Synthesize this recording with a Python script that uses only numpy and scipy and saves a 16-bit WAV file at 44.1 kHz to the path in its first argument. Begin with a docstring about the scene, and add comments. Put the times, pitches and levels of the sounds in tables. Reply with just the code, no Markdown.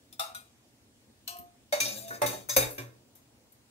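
"""A steel spoon knocks and scrapes in a steel pot just beside a phone, in a quiet hard-walled kitchen.
Before that it clinks on a small cup and taps the rim of a mixing bowl.
Every blow is a crack of noise, the vessel's clear modes and a dense decaying wash of high modes and room.
The scrape is friction grains through the pot's modes, with one mode singing; a low worktop hum swells
under the scrape and the knocks. Behind it all lie room murmur and microphone hiss."""
import sys
import numpy as np
from scipy import signal
from scipy.fft import rfft, irfft, next_fast_len
from scipy.io import wavfile
from scipy.ndimage import uniform_filter1d

SR = 44100
rng = np.random.default_rng(int(sys.argv[2]) if len(sys.argv) > 2 else 0)


def wav_out(sig):
    """Save sig, one row per channel (or a flat mono array), as 16-bit PCM at SR to the path in sys.argv[1]."""
    wavfile.write(sys.argv[1], SR, np.round(np.clip(np.atleast_2d(sig).T, -1, 1) * 32767).astype(np.int16))


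N = 163170

# Room murmur and microphone hiss. Each row: frequency in Hz, relative density in dB per Hz.
ROOM_SPECTRUM = [(24, -42), (40, -11), (123, -1.5), (162, -16), (235, -4), (377, -14), (484, -14),
                 (1380, -24), (7340, -25), (15500, -35.5)]
# Likeness of the room in the two channels. Each row: frequency in Hz, left-right likeness from -1 to 1.
ROOM_LIKENESS = [(60, 0.75), (240, 0.98), (950, 0.1), (3770, -0.37), (15000, 0.55)]
ROOM_DB, PATCHY_DB = -62.5, 1.3  # overall level; depth of the patches

# Worktop thumps. Each row: start in seconds, level in dB before the swell, decay and left-right balance.
WORKTOP_THUMPS = [(1.803, -45.5), (1.949, -49.5), (2.08, -50), (2.214, -35.5), (2.361, -55), (2.499, -46),
                  (2.563, -32.5), (2.78, -38.5)]
TOP_HUM_HZ, TOP_T60_S, TOP_RISE_S = 121.3, 0.99, 0.015
TOP_FREE_S, TOP_FADE_T60_S = 0.081, 0.54  # the hum fades faster soon after

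# Spoon dragged in the pot. Each row: time in seconds, level in dB, treble over the body in dB.
SCRAPE_COURSE = [(1.86, -35.5, 0.5), (1.912, -39.5, -5.5), (2.012, -39.5, 3.5), (2.068, -47.5, -7),
                 (2.084, -45.5, -5.5), (2.13, -49.5, -11), (2.148, -39.5, -9), (2.21, -59, -10.5)]
# Colour of the rubbed metal. Each row: frequency in Hz, relative density in dB per Hz.
SCRAPE_SPECTRUM = [(120, -36), (200, 4), (479, -20.5), (665, -9), (923, -22.5), (3610, -14), (15500, -13.5)]
# The pot singing under the stroke. Each row: time in seconds, peak in dB.
SONG_COURSE = [(1.97, -56), (1.994, -53), (2.06, -42), (2.146, -43), (2.19, -47)]
GRAINS_PER_S, GRAIN_DB, TREBLE_HZ = 4600, 1.5, 9600
SONG_HZ, GLIDE_HZ_PER_S = 658, 120  # the song rises
SHIFTING_DB = 4.5  # resonances come and go as the contact moves

# Blows on cup, bowl rim and pot. Each row: time in seconds, peak in dB (it sets the crack),
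# levels in dB in the five bands 200-450, 450-1000, 1000-3000, 3000-8000 and 8000-15000 Hz,
# left-right in dB, ring time factor, seconds until the ring starts to fade faster,
# then Hz, dB, Hz, dB of the two modes that this contact point favours.
CUP_BLOWS = [(0.1276, -21, -63, -64, -61.5, -47, -48.5, 3.2, 0.32, 0.15, 3520, -57, 5320, -45),
             (0.1951, -27, -44, -35, -35, -32, -34.5, 4.3, 0.78, 0.13, 1210, -29, 3570, -31),
             (0.3483, -34.5, -61, -57.5, -50, -44.5, -43, 5.3, 0.78, 0.16, 1455, -34.5, 5950, -46.5)]
RIM_BLOWS = [(1.277, -25, -56, -45, -42.5, -34.5, -37, 3.5, 0.7, 0.13, 4400, -40, 3050, -48),
             (1.3683, -50, -70, -83, -51, -56, -43, -5.5, 0.14, 0.13, 8900, -61, 12300, -64),
             (1.3872, -34, -37, -72, -53.5, -62, -42.5, -1, 0.49, 0.07, 13200, -60, 12700, -59)]
POT_BLOWS = [(1.726, -7, -69, -23, -34, -28, -35.5, 1.5, 0.85, 0.2, 601.5, -17.5, 2163, -24.5),
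             (1.8028, -30, -42, -60, -32.5, -23.5, -27, 2.2, 0.96, 0.13, 2373, -24.5, 6590, -26.5),
             (1.8535, -28, -44, -36, -51, -31, -49, 0.87, 1.2, 0.24, 3682, -32.5, 5470, -27.5),
             (2.081, -28, -59, -49.5, -58.5, -47.5, -48, 2.8, 1.6, 0.18, 3700, -48, 14000, -48.5),
             (2.1074, -42, -45.5, -42.5, -40.5, -86, -51, 5.4, 1.3, 0.23, 1486, -29, 1720, -40),
             (2.218, -24.5, -31, -20, -24.5, -33.5, -33, 1, 0.87, 0.13, 589, -18.5, 868, -18.5),
             (2.2625, -18.5, -36, -38.5, -48.5, -30.5, -30, 2.5, 1.1, 0.18, 3725, -30.5, 6030, -38),
             (2.33, -45.5, -43.5, -38, -51.5, -48.5, -49, 1.7, 0.8, 0.1, 613, -32, 870, -35.5),
             (2.4895, -17, -52.5, -42, -37, -59, -33, 4.5, 0.95, 0.17, 1680, -41, 6280, -34.5),
             (2.4952, -26.5, -58, -45, -46.5, -28, -32, 2.1, 1.03, 0.22, 1042, -34, 6000, -28),
             (2.565, -12, -28, -21.5, -24, -21, -16.5, 1.9, 0.73, 0.13, 532.3, -14, 6160, -21.5),
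             (2.626, -34, -49, -46, -42, -41, -38.5, 2, 0.97, 0.14, 1900, -33, 3740, -29),
             (2.7049, -41.5, -42.5, -46, -63, -55, -39, 2.4, 1.1, 0.26, 504, -37, 1420, -49),
             (2.7814, -42.5, -35.5, -38.5, -38, -42.5, -43.5, 0.75, 0.69, 0.38, 2334, -34, 1530, -52),
             (3.1533, -59.5, -74, -63, -67, -64, -53, 2.8, 0.69, 0.15, 470, -73, 6550, -73),
             (3.5222, -50, -85, -79, -83.5, -74, -54.5, 1.8, 0.34, 0.18, 11640, -66.5, 14300, -61.5)]
# Edges of those five bands. One column: frequency in Hz.
BAND_EDGES_HZ = np.array([200, 450, 1000, 3000, 8000, 15000])

# Clear modes of each vessel. Each row: frequency in Hz, dB over the blow's level in that band,
# t60 in seconds before the ring time factor.
CUP_MODES = [(664, -3, 0.59), (783, 2, 0.15), (1258, -4, 0.4), (1358, 0, 0.28), (2660, -6, 0.24),
             (3735, -4.5, 0.14), (3570, 0.5, 0.13), (4050, -10, 0.2), (5030, -16, 0.16), (5500, -1, 0.1)]
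RIM_MODES = [(703.4, 1, 16), (1064, -5.5, 1.6), (1240, -10, 1.1), (3003, -6, 0.46), (3470, -14, .2),
             (4070, -10, 0.18), (4867, -13, .16), (5180, -9, 0.17), (6040, -15, .15), (7830, -22, .17),
             (13200, 3, 0.074)]
POT_MODES = [(276.7, -2.5, 0.29), (367.3, -6.5, 0.28), (584, -1.5, 0.22), (779, -9.5, 0.12),
             (501, -17, 0.56), (832, -8.5, 0.093), (1137, -6.5, 0.28), (1600, -11, 0.25),
             (2170, -11.5, 0.25), (3567, -19.5, 0.24), (3760, -9.5, 0.4), (5000, -24, 0.24),
             (5700, -29, 0.26), (5730, -19, 0.28), (6575, -20.5, 0.54), (8100, -17, 0.17),
             (9000, -15, 0.41), (11020, -14, 0.19)]
SPLIT, SCATTER_DB = 0.012, 1.5  # partner's relative offset; level change from blow to blow
RATTLE_DB, RATTLES_PER_S = 2.5, 70  # the spoon chatters on the metal and makes each mode waver
SWELL_CYCLES, FAVOURED_T60_S = 3.1, 0.17

# Clusters of each vessel's dense wash. 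Each row: centre in Hz, width in Hz,
# prominence in dB before CLUSTER_SHARE multiplies it.
CUP_CLUSTERS = [(750, 260, 1.5), (1267, 195, -0.5), (2330, 700, -3.5), (3570, 770, -6), (3920, 320, -4),
                (4780, 250, -5.5), (5430, 290, -5), (7330, 250, -6.5), (8580, 600, -3), (11340, 5000, -1)]
RIM_CLUSTERS = [(1000, 1030, -5.5), (2930, 610, 4), (4250, 470, 2), (5240, 460, 0), (6170, 910, -4.5),
                (8330, 570, 0), (12900, 2600, 9)]
POT_CLUSTERS = [(582, 342, -1.5), (1713, 290, -6.5), (2340, 610, -3.5), (3677, 300, -1.5), (4460, 250, -2),
                (5010, 220, 0.5), (5940, 430, 1.5), (6470, 120, 4.5), (7540, 450, 2), (9070, 570, 2.5),
                (11720, 2200, 8), (15000, 4400, 10)]
CLUSTER_SHARE, COMB_DB, COMB_HZ = 2.8, 6, 30  # cluster depth; depth and spacing of the fine mode pattern
# Dying away of the wash. Each row: frequency in Hz, t60 in seconds before the ring time factor.
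WASH_DECAY = [(200, 1), (700, 0.67), (3000, 0.44), (8000, 0.39), (15000, 0.31)]
WASH_DB, WASH_ALIKE = -2.5, 0.21  # level; left-right likeness
LOW_WASH_DB = -8  # below 1 kHz the clear modes carry the sound
EARLY_DB, EARLY_S = 4, 0.012  # the first instants of crack and wash are louder
CRACK_DB, CRACK_T60_S, FADE_T60_S = -4.5, 0.0041, 0.41

# Valleys in the metal's sound. Each row: centre in Hz, width in Hz, gain in dB.
METAL_VALLEYS = [(3030, 95, -9), (5310, 170, -8.5), (8166, 170, -12.5)]
# Left-right tilt of the metal at the microphone ports. Each row: frequency in Hz,
# left-right in dB before TILT_OFFSET_DB.
PORT_TILT = [(60, 26), (180, -3.5), (550, 0), (1650, -1), (4970, 4), (15000, 4)]
TILT_OFFSET_DB, PORT_DB, LEFT_LEADS_S = -2.5, -1.5, 0.000302
LOW_CUT_HZ, TOP_HZ = 40, 15600


def amp(db):
    """Amplitude for a level in dB."""
    return 10 ** (np.asarray(db) / 20)


def unit(x):
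    """x scaled to an RMS of one."""
    return x / np.sqrt(np.mean(x ** 2) + 1e-20)


def along(points, hz):
    """Value at hz on a curve of (Hz, value) points, on a log frequency axis."""
    f, v = np.transpose(points)
    return np.interp(np.log(hz + 1), np.log(f + 1), v)


def filtered(x, response):
    """x times a complex response of frequency."""
    m = next_fast_len(x.shape[-1] + 8192)
    spectrum = rfft(x, m) * response(np.fft.rfftfreq(m, 1 / SR))
    return irfft(spectrum, m)[..., :x.shape[-1]]


def pair(x, alike):
    """Two unrelated signals mixed to a left and right of given likeness."""
    u = np.arccos(np.clip(alike, -1, 1)) / 2
    mid, side = np.cos(u) * x[0], np.sin(u) * x[1]
    return np.array([mid + side, mid - side])


def level(rows, column):
    """A curve column per sample, and a gain that is silent outside the rows, with 32 ms fades."""
    s = np.transpose(rows)
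    t = np.arange(N) / SR
    inside = np.minimum(t - s[0][0], s[0][-1] - t)
    return np.interp(t, s[0], s[column]), np.clip(inside / 0.032, 0, 1)


def patchy(x, depth_db, bins, frames):
    """x with random gain patches in time and frequency."""
    z = signal.stft(x, nperseg=512)[2]
    field = uniform_filter1d(rng.standard_normal(z.shape[1:]), bins, 0)
    field = uniform_filter1d(field, frames, 1)
    return signal.istft(z * amp(depth_db * unit(field)), nperseg=512)[1][:, :N]


def clustered(clusters, f):
    """Gain that gathers a wash into clusters, neutral over wide bands."""
    power = sum(amp(2 * g) / (1 + (2 * (f - c) / w) ** 2) for c, w, g in clusters)
    humps = power ** (CLUSTER_SHARE / 2)
    return humps / uniform_filter1d(humps, size=len(f) // 6)


def fine_modes(f):
    """Random gain ripple of many close modes."""
    count = SR // COMB_HZ
    return amp(COMB_DB * np.interp(f / COMB_HZ, np.arange(count), rng.standard_normal(count)))


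def room():
    """Room murmur and microphone hiss: slightly patchy noise whose likeness varies with frequency."""
    noise = patchy(rng.standard_normal((2, N)), PATCHY_DB, 6, 10)

    def mid_side(f):
        turn = np.arccos(np.clip(along(ROOM_LIKENESS, f), -1, 1)) / 2
        return amp(along(ROOM_SPECTRUM, f)) * [np.cos(turn), np.sin(turn)]

    mid, side = filtered(noise, mid_side)
    return amp(ROOM_DB) * unit(np.array([mid + side, mid - side]))


def worktop():
    """A low hum swells and dies under the scrape and the knocks."""
    out, t = np.zeros(N + SR), np.arange(SR) / SR
    decay_db = -60 * t / TOP_T60_S - 60 * np.maximum(t - TOP_FREE_S, 0) / TOP_FADE_T60_S
    swell = 1 - np.exp(-(t / TOP_RISE_S) ** 2)
    hum = swell * np.sin(2 * np.pi * TOP_HUM_HZ * t)
    for s, db in WORKTOP_THUMPS:
        out[round(s * SR):][:SR] += amp(db + decay_db) * hum
    return out[:N] * amp([[1.2], [-1.2]])


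def scrape():
    """Dense friction grains excite the pot's clustered modes, with moving treble; one mode sings."""
    hits = rng.random((2, N)) < GRAINS_PER_S / SR
    grains = hits * amp(GRAIN_DB * rng.exponential(size=(2, N))) * rng.standard_normal((2, N))
    grains = patchy(grains, SHIFTING_DB, 3, 8)

    def pot_colour(f):
        return amp(along(SCRAPE_SPECTRUM, f)) * clustered(POT_CLUSTERS, f) * fine_modes(f)

    rubbed = unit(pair(filtered(grains, pot_colour), 0.57))
    treble = filtered(rubbed, lambda f: 1 / (1 + (TREBLE_HZ / (f + 1)) ** 8))
    db, on = level(SCRAPE_COURSE, column=1)
    treble_db, _ = level(SCRAPE_COURSE, column=2)
    body = on * amp(db) * (rubbed + (amp(treble_db) - 1) * treble)

    song_db, sings = level(SONG_COURSE, column=1)
    t = np.arange(N) / SR - SONG_COURSE[0][0]
    song = sings * amp(song_db) * np.sin(2 * np.pi * (SONG_HZ + GLIDE_HZ_PER_S * t / 2) * t)
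    return body * amp([[2.2], [-2.2]]) + song


def clear_modes(t, modes, band_db, ring):
    """The vessel's own modes, each a close pair of decaying sines that wavers as the spoon chatters."""
    hz, db, t60 = np.transpose(modes)[:, :, None]
    band = np.clip(np.searchsorted(BAND_EDGES_HZ, hz) - 1, 0, len(band_db) - 1)
    start_db = np.array(band_db)[band] + db + SCATTER_DB * rng.standard_normal(hz.shape)
    size = amp(start_db - 60 * t / (t60 * ring))
    knots = rng.standard_normal((len(hz), len(t) * RATTLES_PER_S // SR + 2))
    waver = np.array([np.interp(t * RATTLES_PER_S, np.arange(len(k)), k) for k in knots])
    turn = 2 * np.pi * rng.random((2,) + hz.shape)
    swell = 1 - np.exp(-t * hz / SWELL_CYCLES)
    main = np.sin(2 * np.pi * hz * t + turn[0])
    partner = 0.15 * np.sin(2 * np.pi * hz * (1 + SPLIT) * t + turn[1])
    return np.sum(size * amp(RATTLE_DB * waver) * swell * (main + partner), axis=0)


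def favoured_mode(t, hz, db):
    """One mode that the contact point favours: it swells over a few cycles and dies."""
    return amp(db - 60 * t / FAVOURED_T60_S) * (1 - np.exp(-t * hz / SWELL_CYCLES)) * np.sin(2 * np.pi * hz * t)


def dense_wash(t, humps, band_db, ring):
    """Clustered noise for crowded high modes and room, with its own decay at each frequency."""
    fine = np.fft.rfftfreq(len(t), 1 / SR)
    noise = rng.standard_normal((2, len(t)))
    dense = unit(irfft(rfft(noise) * humps * fine_modes(fine), len(t)))
    f, frames, z = signal.stft(dense, SR, nperseg=256)
    centre = np.sqrt(BAND_EDGES_HZ[1:] * BAND_EDGES_HZ[:-1])
    # band levels become densities, as the noise spreads over the whole spectrum
    density_db = band_db - 10 * np.log10(np.diff(BAND_EDGES_HZ) / (SR / 2))
    per_hz = along(np.transpose([centre, density_db]), f) - 40 * (f < 150) + LOW_WASH_DB * (f < 1000)
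    decay_db = -60 * frames / (ring * along(WASH_DECAY, f)[:, None])
    wash = signal.istft(z * amp(WASH_DB + per_hz[:, None] + decay_db), SR, nperseg=256)[1]
    return pair(wash[:, :len(t)], WASH_ALIKE)


def strike(blows, modes, clusters, rise):
    """Each blow: crack, modes and wash, coloured by where and how it is struck, until its ring fades faster."""
    out, t = np.zeros((2, N + SR)), np.arange(SR // 2) / SR
    humps = clustered(clusters, np.fft.rfftfreq(len(t), 1 / SR))
    early = amp(EARLY_DB * np.exp(-t / EARLY_S))
    for s, peak_db, *band_db, pan_db, ring, free, hz1, db1, hz2, db2 in blows:
        tone = clear_modes(t, modes, band_db, ring)
        tone += favoured_mode(t, hz1, db1) + favoured_mode(t, hz2, db2)
        wash = dense_wash(t, humps, band_db, ring)
        crack = amp(peak_db + CRACK_DB - 60 * t / CRACK_T60_S) * np.diff(rng.standard_normal(len(t) + 1))
        faster_fade = amp(-60 * np.maximum(t - free, 0) / FADE_T60_S)
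        shape = (1 - np.exp(-(t / rise) ** 2)) * faster_fade
        pan = amp([[pan_db / 2], [-pan_db / 2]])
        start = round((s - rise) * SR)
        out[:, start:start + len(t)] += shape * pan * (tone + early * (crack + wash))
    return out[:, :N]


def at_ports(metal):
    """The metal stands to the left: it reaches the left port first, with a tilt and valleys."""
    sides = np.array([[1], [-1]])

    def ports(f):
        valleys_db = sum(g * np.exp(-(2 * (f - c) / w) ** 2) for c, w, g in METAL_VALLEYS)
        side_db = sides * (along(PORT_TILT, f) + TILT_OFFSET_DB) / 2
        return amp(PORT_DB + valleys_db + side_db) * np.exp(1j * np.pi * f * LEFT_LEADS_S * sides)

    return filtered(metal, ports)


def scene():
    """Room and worktop behind; cup, bowl rim and pot close to the microphone ports."""
    metal = scrape()
    metal += strike(CUP_BLOWS, CUP_MODES, CUP_CLUSTERS, rise=0.0015)
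    metal += strike(RIM_BLOWS, RIM_MODES, RIM_CLUSTERS, rise=0.0015)
    metal += strike(POT_BLOWS, POT_MODES, POT_CLUSTERS, rise=0.002)
    return room() + worktop() + at_ports(metal)


def record(dry):
    """The phone thins the lowest bass and keeps nothing above its band limit."""
    return filtered(dry, lambda f: (f < TOP_HZ) * (1j * f / (LOW_CUT_HZ + 1j * f)) ** 2)


dry = scene()
out = record(dry)
wav_out(out)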